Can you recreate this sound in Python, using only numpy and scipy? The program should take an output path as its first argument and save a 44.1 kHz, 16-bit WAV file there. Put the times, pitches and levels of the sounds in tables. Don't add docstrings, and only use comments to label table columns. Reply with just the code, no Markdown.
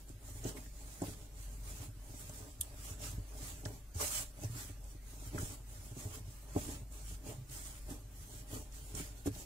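import sys
import numpy as np
from scipy import signal
from scipy.fft import rfft, irfft, next_fast_len
from scipy.io import wavfile
from scipy.ndimage import uniform_filter1d

SR = 44100
rng = np.random.default_rng(int(sys.argv[2]) if len(sys.argv) > 2 else 0)


def to_linear_factor(level_db):
    exponent = np.asarray(level_db, float) / 20
    return 10 ** exponent


def wav_record(signal):
    frames = np.transpose(np.atleast_2d(signal))
    bounded = np.clip(frames, -1, 1)
    quanta = np.round(bounded * 32767).astype(np.int16)
    wavfile.write(sys.argv[1], SR, quanta)


N = 416744


def evened(x):
    return x / np.sqrt(np.mean(x ** 2) + 1e-20)


def read(points, hz):
    f, value = np.transpose(points)
    return np.interp(np.log(hz + 1), np.log(f + 1), value)


def wander(hz):
    t = np.arange(0, N + 64, 64) / SR
    slow = 0
    for f in np.geomspace(hz / 20, hz, 24):
        slow = slow + np.sin(2 * np.pi * (f * t + rng.random())) / np.sqrt(f)
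    return evened(np.interp(np.arange(N) / SR, t, slow))


def patches(shape, bins, frames):
    noise = uniform_filter1d(rng.standard_normal(shape), bins, axis=0)
    return evened(uniform_filter1d(noise, frames, axis=1))


def ring(x, modes):
    out = 0
    for k, (hz, width, db) in enumerate(modes):
        b, a = signal.iirpeak(hz, hz / width, SR)
        out = out + (-1) ** k * to_linear_factor(db) * signal.lfilter(b, a, x)
    return out


# (frequency [Hz], likeness [-1 to 1])
LIKENESS = [(60, 0.97), (150, 1), (300, 0.68), (700, 0.54), (1400, 0.39), (2500, 0.21), (5000, 0.068),
            (10000, 0.16)]
# (frequency [Hz], left over right [dB])
LEAN = [(60, 3), (120, -0.5), (240, -1.5), (480, 1), (950, 0.5), (1890, 0.0), (3770, -2.0), (7520, -6),
        (15000, 3.5)]


def ports(a, b, colour=((1, 0), (2, 0)), lag_s=0):
    size = next_fast_len(N)
    hz = np.fft.rfftfreq(size, 1 / SR)
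    same = np.clip(read(LIKENESS, hz), -1, 1)
    za, zb = rfft(a, size), rfft(b, size)
    lean = to_linear_factor(read(LEAN, hz) / 2) * np.exp(-1j * np.pi * hz * lag_s)
    left = za * lean
    right = (same * za + np.sqrt(1 - same ** 2) * zb) / lean
    return irfft(np.array([left, right]) * to_linear_factor(read(colour, hz)), size)[:, :N]


# (frequency [Hz], level [dB per Hz])
AIR_COLOUR = [(12, -33), (20, 11), (60, -14.5), (127, -7), (193, -23.5), (255, -15), (499, -25),
              (590, -23.5), (738, -49), (1150, -27.5), (4300, -32), (7950, -30.5), (13500, -32.5),
              (14700, -29), (16000, -65)]


def kitchen_air():
    return to_linear_factor(-57) * evened(ports(*rng.standard_normal((2, N)), AIR_COLOUR))


def fridge():
    turns = np.cumsum(48.64 + 1.1 * wander(5)) / SR
    motor = to_linear_factor(2.5 * wander(10)) * np.sqrt(2) * np.sin(2 * np.pi * turns)
    cabinet = evened(ring(ring(rng.standard_normal(N), [(43.0, 61, 0)]), [(44.8, 66, 0)]))
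    return to_linear_factor(-51) * (motor + to_linear_factor(-10.5) * cabinet) * to_linear_factor([[.3], [-.3]])


# (time [s], peak level [dB], length [s])
JOLTS = [
    (2.91, -41, 0.0064),
    (3.18, -32, 0.0055),
    (4.201, -44, 0.0073),
    (5.428, -32.5, 0.0077),
]


def heel_jolts():
    out = np.zeros(N)
    for s, db, length_s in JOLTS:
        bump = np.hanning(round(length_s * SR))
        push = to_linear_factor(db) * np.concatenate([bump, -.5 * np.repeat(bump, 2)])
        out[round(s * SR):][:len(push)] += push
    return out


def blow(t, contact_s):
    chance = rng.random(len(t)) < 200 / SR
    force = 0.6 * np.exp(-t / 0.013) * chance * rng.standard_normal(len(t))
    force[0] = -1.5
    return np.convolve(force, np.hanning(round(contact_s * SR) + 3))[:len(t)]


# (frequency [Hz], width [Hz], level [dB])
PANEL = [(173.7, 21.6, -4), (243.4, 29.7, 1), (287, 40, 2), (427.2, 26.6, -1.5), (506, 48, -11.5)]
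# (frequency [Hz], width [Hz], level [dB])
HARD_EDGE = [(594, 47, -0.5), (818.3, 83.5, -2.5), (851.6, 109, -4), (1072, 50, -11.5)]
# (frequency [Hz], width [Hz], level [dB])
THUD = [(334, 430, 0)]
# (time [s], upper tones [dB])
PLACE = [(.1, -6), (.45, 3), (1.02, -5), (2.3, 0), (3.17, 2), (3.65, 4), (4.0, 8), (4.44, 0), (5.34, -3),
         (5.43, -3), (6.0, 0.5), (6.56, 2), (7.28, 2), (7.9, -2), (8.5, 2), (8.95, 2), (9.25, -4),
         (9.27, -3)]


def pushes(rows):
    out, t = np.zeros((2, N + SR)), np.arange(SR // 4) / SR
    for s, db, hz, sway_db, edge_db, rock_s in rows:
        rock = t ** 0.7 * np.exp(-t / 0.011) * np.sin(2 * np.pi * hz * t - 1.2)
        out[:, round((s + rock_s) * SR):][:, :len(t)] += to_linear_factor(db + sway_db + 3.0) * rock / abs(rock).max()
        landing = blow(t, 0.0011)
        upper_db = np.interp(s, *np.transpose(PLACE))
        panel = [(f, width, mode_db + upper_db * (f > 350)) for f, width, mode_db in PANEL]
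        # level dB, softness of the contact in samples, tones
        for part_db, soft, modes in [(6.0, 45, panel), (5.5, 70, THUD), (edge_db + 5.5, 22, HARD_EDGE)]:
            softened = np.convolve(landing, np.hanning(soft + 2))[:len(t)]
            sound = ring(softened, modes) * np.exp(-t / 0.77)
            heard = np.array([sound, np.gradient(sound)])
            heard = heard / abs(heard).max(1)[:, None]
            out[:, round((s + .006) * SR):][:, :len(t)] += to_linear_factor(db + part_db) * heard
    return ports(*out[:, :N])


KNOCK_ROCK_S, SHOVE_ROCK_S = .005, .002

# (time [s], panel level [dB], hard edge against the panel [dB])
TAPS = [(.279, -61, 0), (.544, -55, -6), (.655, -58.5, -5), (1.084, -58, 0), (1.824, -60.5, 8),
        (2.396, -57, -5), (2.479, -62, -2), (2.734, -59, 2.5), (2.846, -62, 2), (2.995, -62, 5),
        (3.06, -60, 3), (3.344, -61, 2), (3.419, -59, 1), (3.628, -55, -8), (4.007, -50, 2),
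        (4.036, -53, 7.5), (4.218, -61.5, 3), (4.381, -63.5, 8), (4.429, -49.5, -1), (4.55, -57, -2),
        (5.127, -58, -5), (5.216, -57, -3), (5.349, -54, 5.5), (5.86, -64, 1), (6.545, -48, -8),
        (7.103, -59, -3), (7.231, -59, -5), (7.879, -55, -3), (7.976, -65, 4), (8.329, -58, -7),
        (8.498, -57, -3), (9.355, -54.5, -0.5), (.453, -41, -8), (.436, -55, -2), (1.023, -49, 7),
        (3.015, -59, 5), (3.035, -60, 4), (3.695, -54, -2), (6.559, -47, 5), (7.258, -53, -1),
        (7.305, -57, 2.5), (.559, -53.5, -9)]
# (time [s], sway level [dB], sway frequency [Hz])
MORE_ROCKS = [(3.978, -43, 85), (4.522, -46.5, 120), (4.546, -48, 110), (9.3, -41, 100), (.142, -52, 102),
              (1.389, -54, 100), (1.474, -53, 116), (1.663, -56, 94), (2.242, -52, 92), (2.676, -56, 105),
              (2.993, -53, 97), (3.195, -46, 97), (3.672, -44, 110), (4.036, -49, 92), (4.41, -47, 103),
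              (6.102, -47, 94), (6.585, -45, 101), (7.115, -47, 92), (7.34, -48, 110), (7.364, -48, 118),
              (7.41, -46, 118), (7.989, -54, 100), (8.349, -51, 98), (9.105, -51, 97), (3.36, -52, 110),
              (3.42, -49, 105), (3.47, -53, 100), (5.6, -53, 105), (8.82, -51, 120), (4.57, -49, 100)]


def fingers():
    taps = [(s, db, 100, -20, edge_db, KNOCK_ROCK_S) for s, db, edge_db in TAPS]
    rocks = [(s, db - 30, hz, 30, 0, SHOVE_ROCK_S) for s, db, hz in MORE_ROCKS]
    return pushes(taps + rocks)


# (time [s], panel level [dB], sway frequency [Hz],
# sway against the panel [dB], hard edge against the panel [dB])
KNOCKS = [(.093, -54, 97, 2, -13), (.298, -59, 90.6, 5, -8), (.445, -38, 110, -7, -11),
          (.574, -55, 74, -12, -14), (1.012, -36.5, 102.7, -7, -2.5), (1.075, -49, 100, 4, -24),
          (2.289, -62.5, 93, 6, 9.5), (3.65, -47.5, 119.4, 7, 2), (3.998, -54, 72, -11, 10),
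          (4.019, -54, 73.5, 7, 12), (4.943, -57.5, 97, 2, -9), (5.327, -50, 100, -6, -10),
          (5.34, -42, 107, -1, -16), (5.379, -55, 89, 14, 1), (5.421, -48, 102, 7, -16),
          (5.96, -49.5, 128, 0, -14), (6.555, -31.5, 94.4, -3, -4.5), (6.679, -53, 90, 9, -15),
          (7.279, -50, 111, 7.5, -19), (7.903, -49, 93, 2, -21), (8.935, -49, 94, -.6, -22),
          (8.992, -46.5, 81.5, -20, -6), (9.253, -38, 73.5, -12, -10), (9.267, -33.5, 90, -4, -19)]
# (time [s], sway level [dB], sway frequency [Hz],
# panel against the sway [dB])
SHOVES = [(.347, -48, 99, -12), (1.209, -51, 107, -11), (1.796, -44.5, 101, -17), (1.879, -44, 104, -19),
          (1.96, -51, 106, -16), (2.091, -50.5, 110, -7.5), (2.131, -52, 110, -3.5),
          (3.751, -49.5, 115, -14), (4.79, -54.5, 110, -23), (5.909, -47, 114, -9), (6.199, -51, 110, -12),
          (6.27, -50, 112, -19), (6.9, -55, 127, -13), (7.49, -51, 125, -13), (8.041, -53, 110, -20),
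          (2.419, -50, 108, -20), (2.595, -43.5, 75, -21), (2.905, -44, 88.5, -16), (3.132, -43, 105, -28),
          (3.175, -44.5, 93, -11.5), (3.952, -36.5, 88, -19), (4.441, -35.5, 108, -30),
          (4.495, -40, 113, -23), (4.69, -44, 97, -11), (5.259, -45, 102, -13), (6.05, -37.5, 100, -15),
          (6.812, -44.5, 110, -36), (7.379, -44.5, 122, -19), (8.526, -43, 106, -5.5)]


def heel():
    knocks = [row + (KNOCK_ROCK_S,) for row in KNOCKS]
    shoves = [(s, db + panel_db, hz, -panel_db, -4.5, SHOVE_ROCK_S) for s, db, hz, panel_db in SHOVES]
    return pushes(knocks + shoves)


def cracks(rows):
    out, t = np.zeros((2, N + SR)), np.arange(1800) / SR
    for s, db, hz, pan_db, length_s in rows:
        shape = np.exp(-t / max(length_s, .0003)) + 0.13 * np.exp(-t / 0.011)
        burst = ring(shape * rng.standard_normal((2, len(t))), [(hz, 0.87 * hz, 0)])
        burst = ring(burst, [(hz, 1.0 * hz, 0)])
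        crack = ring(burst, [(hz, 0.23 * hz, 0), (3300, 900, -18), (12500, 2000, -10)])
        crack = to_linear_factor([[pan_db / 2], [-pan_db / 2]]) * crack / abs(crack).max(1)[:, None]
        out[:, round(s * SR):][:, :len(t)] += to_linear_factor(db + 5.5) * crack
    return out[:, :N]


# (time [s], peak level [dB],
# # frequency [Hz], left over right [dB], length [s])
MORE_CRACKS = [(3.6515, -47, 3720, -3, .004), (4.435, -46, 6200, -2, .003), (4.841, -54, 8600, -2, .003),
               (6.923, -50, 7650, -3, .003), (7.495, -51, 8300, -4, .004), (7.495, -56, 4200, -4, .004),
               (7.903, -45, 7900, -3, .003), (8.723, -54, 6460, -1, .003), (9.35, -52, 4000, -4, .003),
               (.568, -58, 1100, 0, .012), (.66, -58, 1700, 0, 0.0037), (2.6115, -31, 8250, -4, .0015),
               (4.0, -44, 7500, -4, .008), (4.012, -43, 7000, -4, .006), (4.024, -44, 6000, -4, .006),
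               (4.04, -45, 8000, -4, .008), (4.05, -45, 7200, -4, .005), (4.148, -41, 6800, -4, .008),
               (4.0, -51, 2080, -2, 0.014), (4.04, -49, 2500, -2, .015), (4.172, -49, 2800, -2, .008),
               (3.657, -49.5, 1700, -3, .006)]


def more_cracks():
    return cracks(MORE_CRACKS)


# (time [s], peak level [dB], frequency [Hz], left over right [dB], length [s])
SCUFFS = [(.57, -52.5, 2000, 0, 0.0095), (3.656, -50, 1490, 0, 0.0057), (3.999, -44.5, 404, 3, .03),
          (3.998, -41, 1070, 0, .03), (5.378, -42, 1400, -1, 0.013), (.432, -53, 520, -2, 0.023),
          (4.433, -53, 590, 0, 0.005), (3.653, -51, 690, 0, 0.0086), (6.56, -37.5, 620, -3, 0.011),
          (9.268, -53, 1340, 0, 0.0087), (4.03, -49, 1760, -2, .02)]


def palm_scuffs():
    return cracks(SCUFFS)


# (time [s], peak level [dB], frequency [Hz], left over right [dB], length [s])
SNAPS = [(0.092, -50.5, 7900, -8, 0.0015), (0.44, -46, 7100, -8, 0.0027), (0.443, -46, 6500, -4, .003),
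         (1.019, -40.5, 7760, -3, 0.0044), (2.294, -44, 7300, -3, 0.0025), (2.608, -34, 12000, 4, 0.006),
         (2.6114, -26.5, 9930, -13.5, 0.00061), (2.6134, -34, 9100, -4, 0.0048),
         (2.633, -44, 9000, 3, 0.004), (3.653, -43, 5360, -4, 0.0063), (3.657, -42, 7600, -5, 0.0022),
         (3.96, -54, 6660, -2, .003), (4.445, -45, 6200, -2, 0.0044), (5.386, -39, 7500, -3, 0.0027),
         (8.95, -41.5, 7300, -11, 0.0022), (8.952, -41, 6840, -7, .0012), (9.261, -42, 10000, 2, .003),
         (9.355, -55, 7600, -4, 0.0035), (2.6112, -39, 3400, -6.5, 0.00059)]


def dough_snaps():
    return cracks(SNAPS)


def strokes(rows, roundness, column=3, linger=1):
    t, rows = np.arange(0, N + 64, 64)[:, None] / SR, np.array(rows)
    off = t - rows[:, 0]
    away = np.where(off < 0, -off / abs(rows[:, 1]), off / abs(linger * rows[:, 2]))
    gains = to_linear_factor(rows[:, column] - 23 * np.minimum(away, 4) ** roundness)
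    return np.interp(np.arange(N) / SR, t[:, 0], np.sqrt((gains ** 2).sum(1)))


# (peak time [s], rise [s], fall [s], rubbing level [dB])
FOLDS = [(0, .05, .07, -62.5), (.094, .04, 0.063, -62.5), (.30, .12, 0.19, -58.5), (.62, 0.12, 0.12, -60.5),
         (.86, 0.19, 0.37, -59), (1.22, 0.15, 0.12, -63.5), (1.47, 0.22, 0.31, -60),
         (1.71, 0.12, 0.18, -56.5), (2.21, 0.26, 0.11, -56.5), (2.32, 0.11, 0.3, -58),
         (2.53, 0.078, 0.096, -73), (2.66, 0.1, 0.15, -60.5), (3.22, 0.16, 0.055, -71),
         (3.74, .1, 0.092, -61), (4.87, 0.16, 0.16, -65), (5.12, 0.13, 0.29, -62),
         (5.27, 0.093, 0.058, -56.5), (5.75, 0.12, 0.16, -61), (5.9, 0.16, 0.053, -60.5),
         (6.33, 0.16, 0.5, -63.5), (6.95, 0.075, .25, -61.5), (7.12, 0.12, 0.095, -59),
         (8.17, 0.1, 0.16, -64), (8.35, 0.21, 0.12, -57.5), (8.77, 0.072, 0.34, -58),
         (9.17, 0.026, 0.14, -63.5), (9.41, 0.13, 0.06, -54.5)]


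def folding(linger=1):
    return strokes(FOLDS, 2.16, linger=linger)


# (peak time [s], rise [s], fall [s], rubbing level [dB],
# weight on the table [dB])
PRESSES = [(.49, 0.077, 0.061, -48.5, -50), (.575, 0.05, 0.041, -56.5, -58),
           (1.07, 0.1, 0.13, -54.5, -55.5), (1.84, 0.097, 0.079, -56, -60.5),
           (2.42, 0.052, 0.091, -68, -62), (2.9, 0.27, 0.085, -52.5, -62), (3.05, 0.094, 0.2, -51.5, -58.5),
           (3.43, 0.28, 0.35, -54.5, -60.5), (3.67, 0.057, 0.08, -56.5, -55.5),
           (4.44, 0.12, 0.059, -55.5, -58), (4.61, 0.19, 0.15, -50, -61.5), (5.41, 0.12, 0.2, -49.5, -52.5),
           (5.52, 0.24, 0.084, -52.5, -63), (6.01, 0.1, 0.18, -52, -58.5), (6.15, 0.15, 0.081, -53, -58.5),
           (6.63, 0.13, 0.21, -53.5, -53), (6.73, 0.2, 0.11, -49.5, -55), (7.3, 0.098, 0.11, -52, -54.5),
           (7.53, 0.063, 0.25, -52.5, -66), (7.68, .15, 0.32, -57, -71), (7.91, 0.088, .12, -53, -56),
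           (8.55, 0.1, 0.12, -49.5, -52.5), (8.98, 0.064, .2, -50, -56.5), (9.27, 0.023, 0.033, -48.5, -60)]


def pressing(column=3, linger=1):
    return strokes(PRESSES, 1.415, column, linger)


# (time [s], rubbing level [dB])
SWEEP = [
    (3.938, -80),
    (3.947, -57.5),
    (3.985, -49.5),
    (4.016, -38),
    (4.106, -44.5),
    (4.156, -40),
    (4.225, -45),
    (4.25, -56.5),
    (4.32, -67),
]


def sweeping():
    s, db = np.transpose(SWEEP)
    return to_linear_factor(np.interp(np.arange(N) / SR, s, db, -120, -120))


# (frequency [Hz], width [Hz], level [dB])
SWAY = [(75, 13, -1.5), (108, 10.8, 0), (156, 54, -11)]


def shaking():
    usual_db, sweep_weight_db, linger = -65, -25, 1.1
    lumps = rng.standard_normal((3, 2, N))
    grip_db = 2.0 * wander(50)
    palms = sweeping()
    load = to_linear_factor(-77) + to_linear_factor(-10.5) * folding(linger) + to_linear_factor(sweep_weight_db) * palms
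    load = (load + pressing(column=4, linger=linger)) / to_linear_factor(usual_db)
    scrape_load = load + to_linear_factor(13 + sweep_weight_db - usual_db) * palms
    sway = evened(ring(ring(lumps[0], SWAY), [(110, 120, 0)]))
    sway = load ** 0.6 * to_linear_factor(-58 + 3.1 * wander(30)) * sway
    shake = evened(ring(ring(lumps[1], PANEL), [(368, 480, 0)]))
    shake = load * to_linear_factor(usual_db + grip_db) * shake
    scrape = evened(ring(ring(lumps[2], HARD_EDGE), [(810, 430, 0)]))
    scrape = scrape_load ** 0.65 * to_linear_factor(-67.5 + grip_db) * scrape
    return ports(*(sway + shake)) + ports(*scrape, lag_s=.0001)


def grit(per_s, spread_db):
    sizes = to_linear_factor(spread_db * np.minimum(rng.exponential(1, (2, N)), 5))
    slips = sizes * (rng.random((2, N)) < per_s / SR) * rng.standard_normal((2, N))
    return evened(slips) + 0.51 * rng.standard_normal((2, N))


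# (frequency [Hz], level [dB per Hz])
GRIT_COLOUR = [(1760, -26), (3000, -11.5), (3260, -10.5), (3730, -11), (5250, -6), (7400, 0), (9330, -2),
               (10100, -4.5), (15000, -9.5), (16000, -7)]
# (frequency [Hz], level [dB per Hz])
DRAG_COLOUR = [(530, -13), (900, -7), (1230, -2), (1580, -3), (2440, -4.5), (3320, -6.5), (4500, -9.5),
               (5850, -14), (9900, -120)]


def rubbing():
    port_lag_s = 0.0002644
    flutter = to_linear_factor(1.7 * wander(30))
    fold, press, palms = folding(), pressing(), sweeping()
    hiss = to_linear_factor(3.5) * evened(ports(*grit(9000, spread_db=1.5), GRIT_COLOUR, port_lag_s))
    bright = np.sqrt(fold ** 2 + press ** 2 + palms ** 2) * hiss
    drag = evened(ports(*grit(4000, spread_db=3.0), DRAG_COLOUR, port_lag_s))
    dull = to_linear_factor(-10) * fold + to_linear_factor(-8.5) * press + to_linear_factor(-12) * palms
    dull = dull * to_linear_factor(3.0 + 0.46 * wander(40)) * drag
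    return flutter * (bright + dull)


def patchy_hiss(x):
    hz, _, z = signal.stft(x, SR, nperseg=2048, noverlap=1536)
    power = abs(z) ** 2 + 1e-30
    nearby = uniform_filter1d(power, size=21, axis=1)
    keep = np.clip(power / nearby - .3, .001, 2.5) ** .5
    keep *= to_linear_factor(1.8 * patches(z.shape[1:], 24, 5))
    keep *= np.where(patches(z.shape[1:], 10, 5) > 1.4, to_linear_factor(-45), 1)
    thinned = z * np.where(hz[:, None] > 900, keep, 1)
    return signal.istft(thinned, SR, nperseg=2048, noverlap=1536)[1][:, :N]


def scene():
    quiet = fridge() + heel_jolts()
    table = fingers() + heel() + shaking()
    sticking = more_cracks() + palm_scuffs() + dough_snaps()
    return quiet + table + sticking + patchy_hiss(kitchen_air() + rubbing())


def roll_off(x):
    return signal.sosfilt(signal.butter(12, 16700, fs=SR, output="sos"), x)


def record(dry):
    low_cut = signal.butter(2, 27, "high", fs=SR, output="sos")
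    treble_limit = signal.firwin(801, 15740, window=("kaiser", 7), fs=SR)
    mix = signal.oaconvolve(signal.sosfilt(low_cut, dry), treble_limit[None], "same")
    return roll_off(mix)


dry = scene()
out = record(dry)
wav_record(out)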